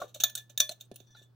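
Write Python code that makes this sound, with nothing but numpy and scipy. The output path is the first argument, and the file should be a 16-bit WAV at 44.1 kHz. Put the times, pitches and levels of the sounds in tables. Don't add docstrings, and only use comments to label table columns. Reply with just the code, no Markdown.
import sys
import numpy as np
from scipy import signal
from scipy.fft import rfft, irfft
from scipy.io import wavfile

SR = 44100
rng = np.random.default_rng(int(sys.argv[2]) if len(sys.argv) > 2 else 0)


def wrap_up_sound(samples):
    columns = np.atleast_2d(samples).T
    tamed = np.clip(columns, -1, 1)
    steps = np.round(tamed * 32767).astype(np.int16)
    wavfile.write(sys.argv[1], SR, steps)


N = 59535
T = np.arange(N) / SR
HZ = np.maximum(np.fft.rfftfreq(2 * N, 1 / SR), 1)

# (start [s], length [s], grit level [dB], ring level [dB], pan [dB])
DRAGS = [(0, 0.056, -51, -62, -0.5), (0.077, 0.037, -63, -90, -3), (0.142, 0.039, -50, -86, -2.5),
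         (0.2, 0.014, -31, -40, -3), (0.366, 0.039, -46.5, -46.5, 1.5), (0.494, 0.023, -57.5, -80, -7),
         (0.598, 0.015, -29.5, -32, 0), (0.71, 0.012, -45, -83, 2), (0.8, .045, -59, -79, 0),
         (0.948, 0.13, -69, -80.5, -0.5), (1.066, 0.13, -92, -68, 3.5), (1.162, 0.062, -65, -59, 1),
         (1.218, 0.029, -65, -71.5, 0.5)]
# (frequency [Hz], level [dB])
GRIT_COLOUR = [(60, -27), (250, -14), (600, -11), (1000, -13), (2100, -8.5), (3000, -1.5), (3750, 11),
               (5100, -12), (6600, 7), (8300, -11), (10500, -6.5), (13000, -9.5), (14900, -2.5),
               (16500, -10)]
# (pitch [Hz], level [dB], decay [s])
RUB_NOTES = [(1744, -3, .18), (3468, 1, .14), (3686, -7, .04), (4432, -10, .04), (5841, -15, .05)]
# (time [s], low pitch [Hz], low level [dB], high pitch [Hz], high level [dB])
HOLLOW_PUSHES = [(0, 598, -40.5, 1300, -46.5), (.0155, 644.8, -29, 1183, -27.5),
                 (.019, 554.4, -34.5, 1423, -35), (.0325, 550.2, -34.5, 1247, -57.5),
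                 (.042, 502, -37, 1110, -67), (.147, 605.4, -50, 1733, -68), (.158, 590, -41.5, 1215, -53),
                 (.352, 500, -78, 1452, -45), (.498, 582, -55.5, 1250, -77), (.6925, 626, -38.5, 1290, -60),
                 (.711, 648, -40.5, 1250, -78), (1.149, 878, -56, 1400, -49)]
# (time [s], level [dB])
BOTTOM_HITS = [(.016, -66), (.693, -47.5), (0.914, -34.5), (.941, -54), (1.003, -47), (1.215, -53.5)]
# (pitch [Hz], level [dB], decay [s])
BOTTOM_NOTES = [(150, -4, 0.023), (228, -5.5, 0.033), (400, 0, .02), (630, 0, 0.0074)]
# (frequency [Hz], level [dB])
ROOM_NOISE_COLOUR = [(15, -56), (25, -31.5), (120, -3.5), (317, -11), (1740, -27.5), (2000, -33.5),
                     (3720, -31.5), (5000, -32.5), (6050, -40.5), (14800, -42), (16000, -27.5)]
# (time [s], mug level [dB], mug brightness [dB/octave], spoon level [dB],
# crack level [dB], crack brightness [dB/octave], crack resonance [Hz], pan [dB])
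WALL_HITS = [(0.1456, -68.5, 5, -40.5, -40, 2.5, 8000, -2.5), (.2055, -61, 5, -33.5, -52, -16, 6300, -8),
             (.2364, -26.5, 2, -10, -14.5, -1, 3660, -2), (.2965, -54, -6.5, -62, -38.5, 1, 15000, 0.5),
             (.3520, -45.5, 9, -31, -24.5, 6.5, 8150, -1.5), (.3770, -53.5, -13, -34, -40, 7, 4500, -3),
             (.4973, -70, -8.5, -65, -49.5, -1.5, 6900, -3),
             (.5760, -51.5, -15, -23, -24.5, 3, 14900, -3.5), (.6022, -20, 4.5, -15, -11.5, 2, 6370, 0),
             (.6923, -55.5, -1.5, -47, -33.5, 2.5, 7850, -4.5),
             (.7190, -86, 4, -43, -46, -2.5, 8000, -12.5), (.8091, -67.5, 3, -40.5, -42, 1, 3590, -5),
             (.9145, -66.5, -6.5, -81, -50.5, -2.5, 4500, -8), (.9418, -79, -3, -73, -56.5, 1, 9920, -10),
             (.9590, -76, 21, -84, -42, 2.5, 2900, -1.5), (1.0015, -65, 4.5, -55, -58, -4.5, 4380, -14),
             (1.072, -65, 5.5, -74, -73, -6, 6050, 8), (1.1054, -74.5, -2, -69, -58.5, -9, 3930, -2),
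             (1.1692, -57, -3.5, -71, -61, -16, 3300, -3)]
MUG_PITCHES = [612, 1120, 1744, 2444, 3468, 4432, 5330, 5841, 6220, 9190, 12774, 15340]
# (level [dB], decay [s])
MUG_RINGS = [(-31, 0.24), (-30, .13), (-11.5, 0.21), (-18, 0.15), (-3, 0.17), (-14.5, 0.11), (-23, 0.037),
             (-8, 0.084), (-22.5, .11), (-29, 0.21), (-26.5, .18), (-24, 0.17)]
SPOON_PITCHES = [3330, 3684, 3775, 5800, 6340, 6516, 7060, 14756, 15150]
# (level [dB], decay [s])
SPOON_RINGS = [(-17, 0.0091), (1, 0.036), (-9.5, 0.01), (-18, 0.013), (-12.5, .02), (-1.5, 0.022),
               (-21.5, 0.07), (-8, 0.047), (-11.5, .018)]
# (frequency [Hz], level [dB])
CRACK_COLOUR = [(25, -51), (250, -23.5), (600, -14), (1400, -7), (2100, -7.5), (3000, -2.5), (3900, 4),
                (5100, -8.5), (6500, 2.5), (8000, -12), (9700, -1.5), (13000, -12), (15000, -8.5),
                (16500, -25.5)]
# (time [s], pitch [Hz], level [dB], decay [s])
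SQUEAKS = [(.692, 4112, -20.5, 0.019), (0.6945, 9600, -34.5, 0.014), (.85, 8220, -60.5, .04),
           (.958, 9730, -42.5, 0.028), (.958, 15100, -40, 0.027), (1.064, 5880, -61.5, 0.1),
           (1.103, 5920, -55.5, 0.16), (1.145, 3936, -49.5, 0.12), (1.232, 7690, -59.5, 0.06)]
# (frequency [Hz], level [dB])
ECHO_COLOUR = [(150, -4), (600, 6), (3500, -2.5), (7000, -3), (15000, -0.5)]

SHARP_RISE_S = 0.00025
CONTACT_LIKENESS = 0.68


def from_db(db):
    return 10 ** (np.asarray(db) / 20)


def panned(x, db):
    return x * from_db(np.array([[db], [-db]]) / 2)


def coloured(x, colour, tilt_db=0):
    hz, db = np.transpose(colour)
    gain = from_db(np.interp(np.log(HZ), np.log(hz), db) + tilt_db * np.log2(HZ))
    return irfft(rfft(x, 2 * N) * gain / np.sqrt(np.mean(gain ** 2)))[..., :N]


def stereo(pair, likeness):
    middle = np.sqrt(1 + likeness) * pair[0]
    sides = np.sqrt(1 - likeness) * pair[1] * np.array([[1], [-1]])
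    return (middle + sides) / np.sqrt(2)


def noise(likeness):
    return stereo(rng.standard_normal((2, N)), likeness)


def fade(start, rise, t60):
    age = np.maximum(T - start, 0)
    return (1 - np.exp(-age / rise)) * np.exp(-np.minimum(np.log(1000) * age / t60, 10 * np.pi))


def ring(start, notes, rise=SHARP_RISE_S):
    return sum((-1) ** k * from_db(db) * fade(start, rise, t60) * np.sin(2 * np.pi * hz * (T - start))
               for k, (hz, db, t60) in enumerate(notes))


def rough_tone(hz, width_hz):
    wander = np.cumsum(rng.standard_normal(N)) * np.sqrt(2 * np.pi * width_hz / SR)
    return np.sin(2 * np.pi * hz * T + wander)


def through(x, response):
    return signal.fftconvolve(np.atleast_2d(x), np.atleast_2d(response), axes=1)[:, :N]


def scrapes():
    grains_per_s, spread_db, rise_s = 5500, 2.5, 0.0024
    grains = (rng.random((2, N)) < grains_per_s / SR) * rng.choice([-1, 1], (2, N))
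    grains = grains * from_db(spread_db * np.minimum(rng.exponential(1, (2, N)), 4))
    grains = stereo(grains / grains.std(), CONTACT_LIKENESS)
    grit = rub = 0
    for start, length, grit_db, ring_db, pan_db in DRAGS:
        swell = np.clip((T - start) / rise_s, 0, 1)
        past_middle = np.maximum(T - start - length / 2, 0)
        fall_s = 0.006 + length / 4
        stroke = panned(swell * np.exp(-past_middle / fall_s), pan_db)
        grit = grit + from_db(grit_db) * stroke
        rub = rub + from_db(ring_db) * stroke
    wall = ring(0, RUB_NOTES)
    return grit * coloured(grains, GRIT_COLOUR) + through(rub * grains, wall / np.linalg.norm(wall))


def mug_body(x):
    crowd = rng.standard_normal(N) * fade(0, SHARP_RISE_S, t60=0.0069)
    return np.sqrt(0.5) * (x + through(x, crowd / np.linalg.norm(crowd)))


def hollow_notes():
    out = 0
    for start, low_hz, low_db, high_hz, high_db in HOLLOW_PUSHES:
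        for hz, db, t60 in ((low_hz, low_db, 0.046), (high_hz, high_db, 0.045)):
            out = out + from_db(db) * fade(start, rise=0.0019, t60=t60) * rough_tone(hz, width_hz=24)
    return out


def background():
    hum_hz, hum_db, wavers_per_s, noise_db = 120, -62.5, 18, -69.5
    waver_db = 1.5 * np.interp(T * wavers_per_s, np.arange(200), rng.standard_normal(200))
    hum = from_db(hum_db + waver_db) * np.sqrt(2) * np.sin(2 * np.pi * hum_hz * T)
    return hum + from_db(noise_db) * coloured(noise(likeness=0.27), ROOM_NOISE_COLOUR)


def thuds():
    times, levels_db = np.transpose(BOTTOM_HITS)
    clicks = np.bincount((times * SR).astype(int), from_db(levels_db), N)
    return through(clicks, ring(0, BOTTOM_NOTES, rise=0.0007))


def taps():
    main_note_hz, air_notes_below_hz = 3468, 1500
    pitches = np.array(MUG_PITCHES)
    octaves = np.clip(np.log2(pitches / main_note_hz), -1, 1) * (pitches > air_notes_below_hz)
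    spoon = [(hz, db, t60) for hz, (db, t60) in zip(SPOON_PITCHES, SPOON_RINGS)]
    out = 0
    for start, mug_db, tilt_db, spoon_db, *_, pan_db in WALL_HITS:
        mug = [(hz, db + tilt_db * up, t60) for hz, up, (db, t60) in zip(pitches, octaves, MUG_RINGS)]
        tap = from_db(mug_db) * ring(start, mug) + from_db(spoon_db) * ring(start, spoon)
        out = out + panned(tap, pan_db)
    return out


def cracks():
    boost_db, width_octaves = 9.5, 0.17
    hiss = noise(CONTACT_LIKENESS)
    colour_hz, colour_db = np.transpose(CRACK_COLOUR)
    hz = np.geomspace(colour_hz[0], colour_hz[-1], num=300)
    shared_db = np.interp(np.log(hz), np.log(colour_hz), colour_db)
    out = 0
    for start, *_, db, tilt_db, peak_hz, pan_db in WALL_HITS:
        peak_db = boost_db * np.exp(-(np.log2(hz / peak_hz) / width_octaves) ** 2)
        chatter = coloured(hiss, np.transpose([hz, shared_db + peak_db]), tilt_db)
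        out = out + panned(from_db(db) * fade(start, rise=0.0003, t60=0.028) * chatter, pan_db)
    return out


def squeaks():
    return sum(from_db(db) * fade(start, rise=0.057 * t60, t60=t60) * rough_tone(hz, width_hz=90.4)
               for start, hz, db, t60 in SQUEAKS)


def kitchen(x):
    nearby, room = (-6.5, 0, 0.032), (-13.5, 0.003, 0.19)   # (level [dB], delay [s], decay [s])
    echoes = 0
    for db, delay, t60 in (nearby, room):
        tail = coloured(noise(likeness=0.45), ECHO_COLOUR) * fade(delay, SHARP_RISE_S, t60)
        echoes = echoes + from_db(db) * tail / np.linalg.norm(tail, axis=1, keepdims=True)
    return x + through(x, echoes)


def scene():
    stirring = taps() + squeaks() + mug_body(cracks() + scrapes()) + hollow_notes() + thuds()
    return kitchen(stirring) + background()


def record(dry):
    cutoff_hz = 16000
    return signal.sosfilt(signal.ellip(10, 0.2, 70, cutoff_hz, fs=SR, output="sos"), dry)


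dry = scene()
out = record(dry)
wrap_up_sound(out)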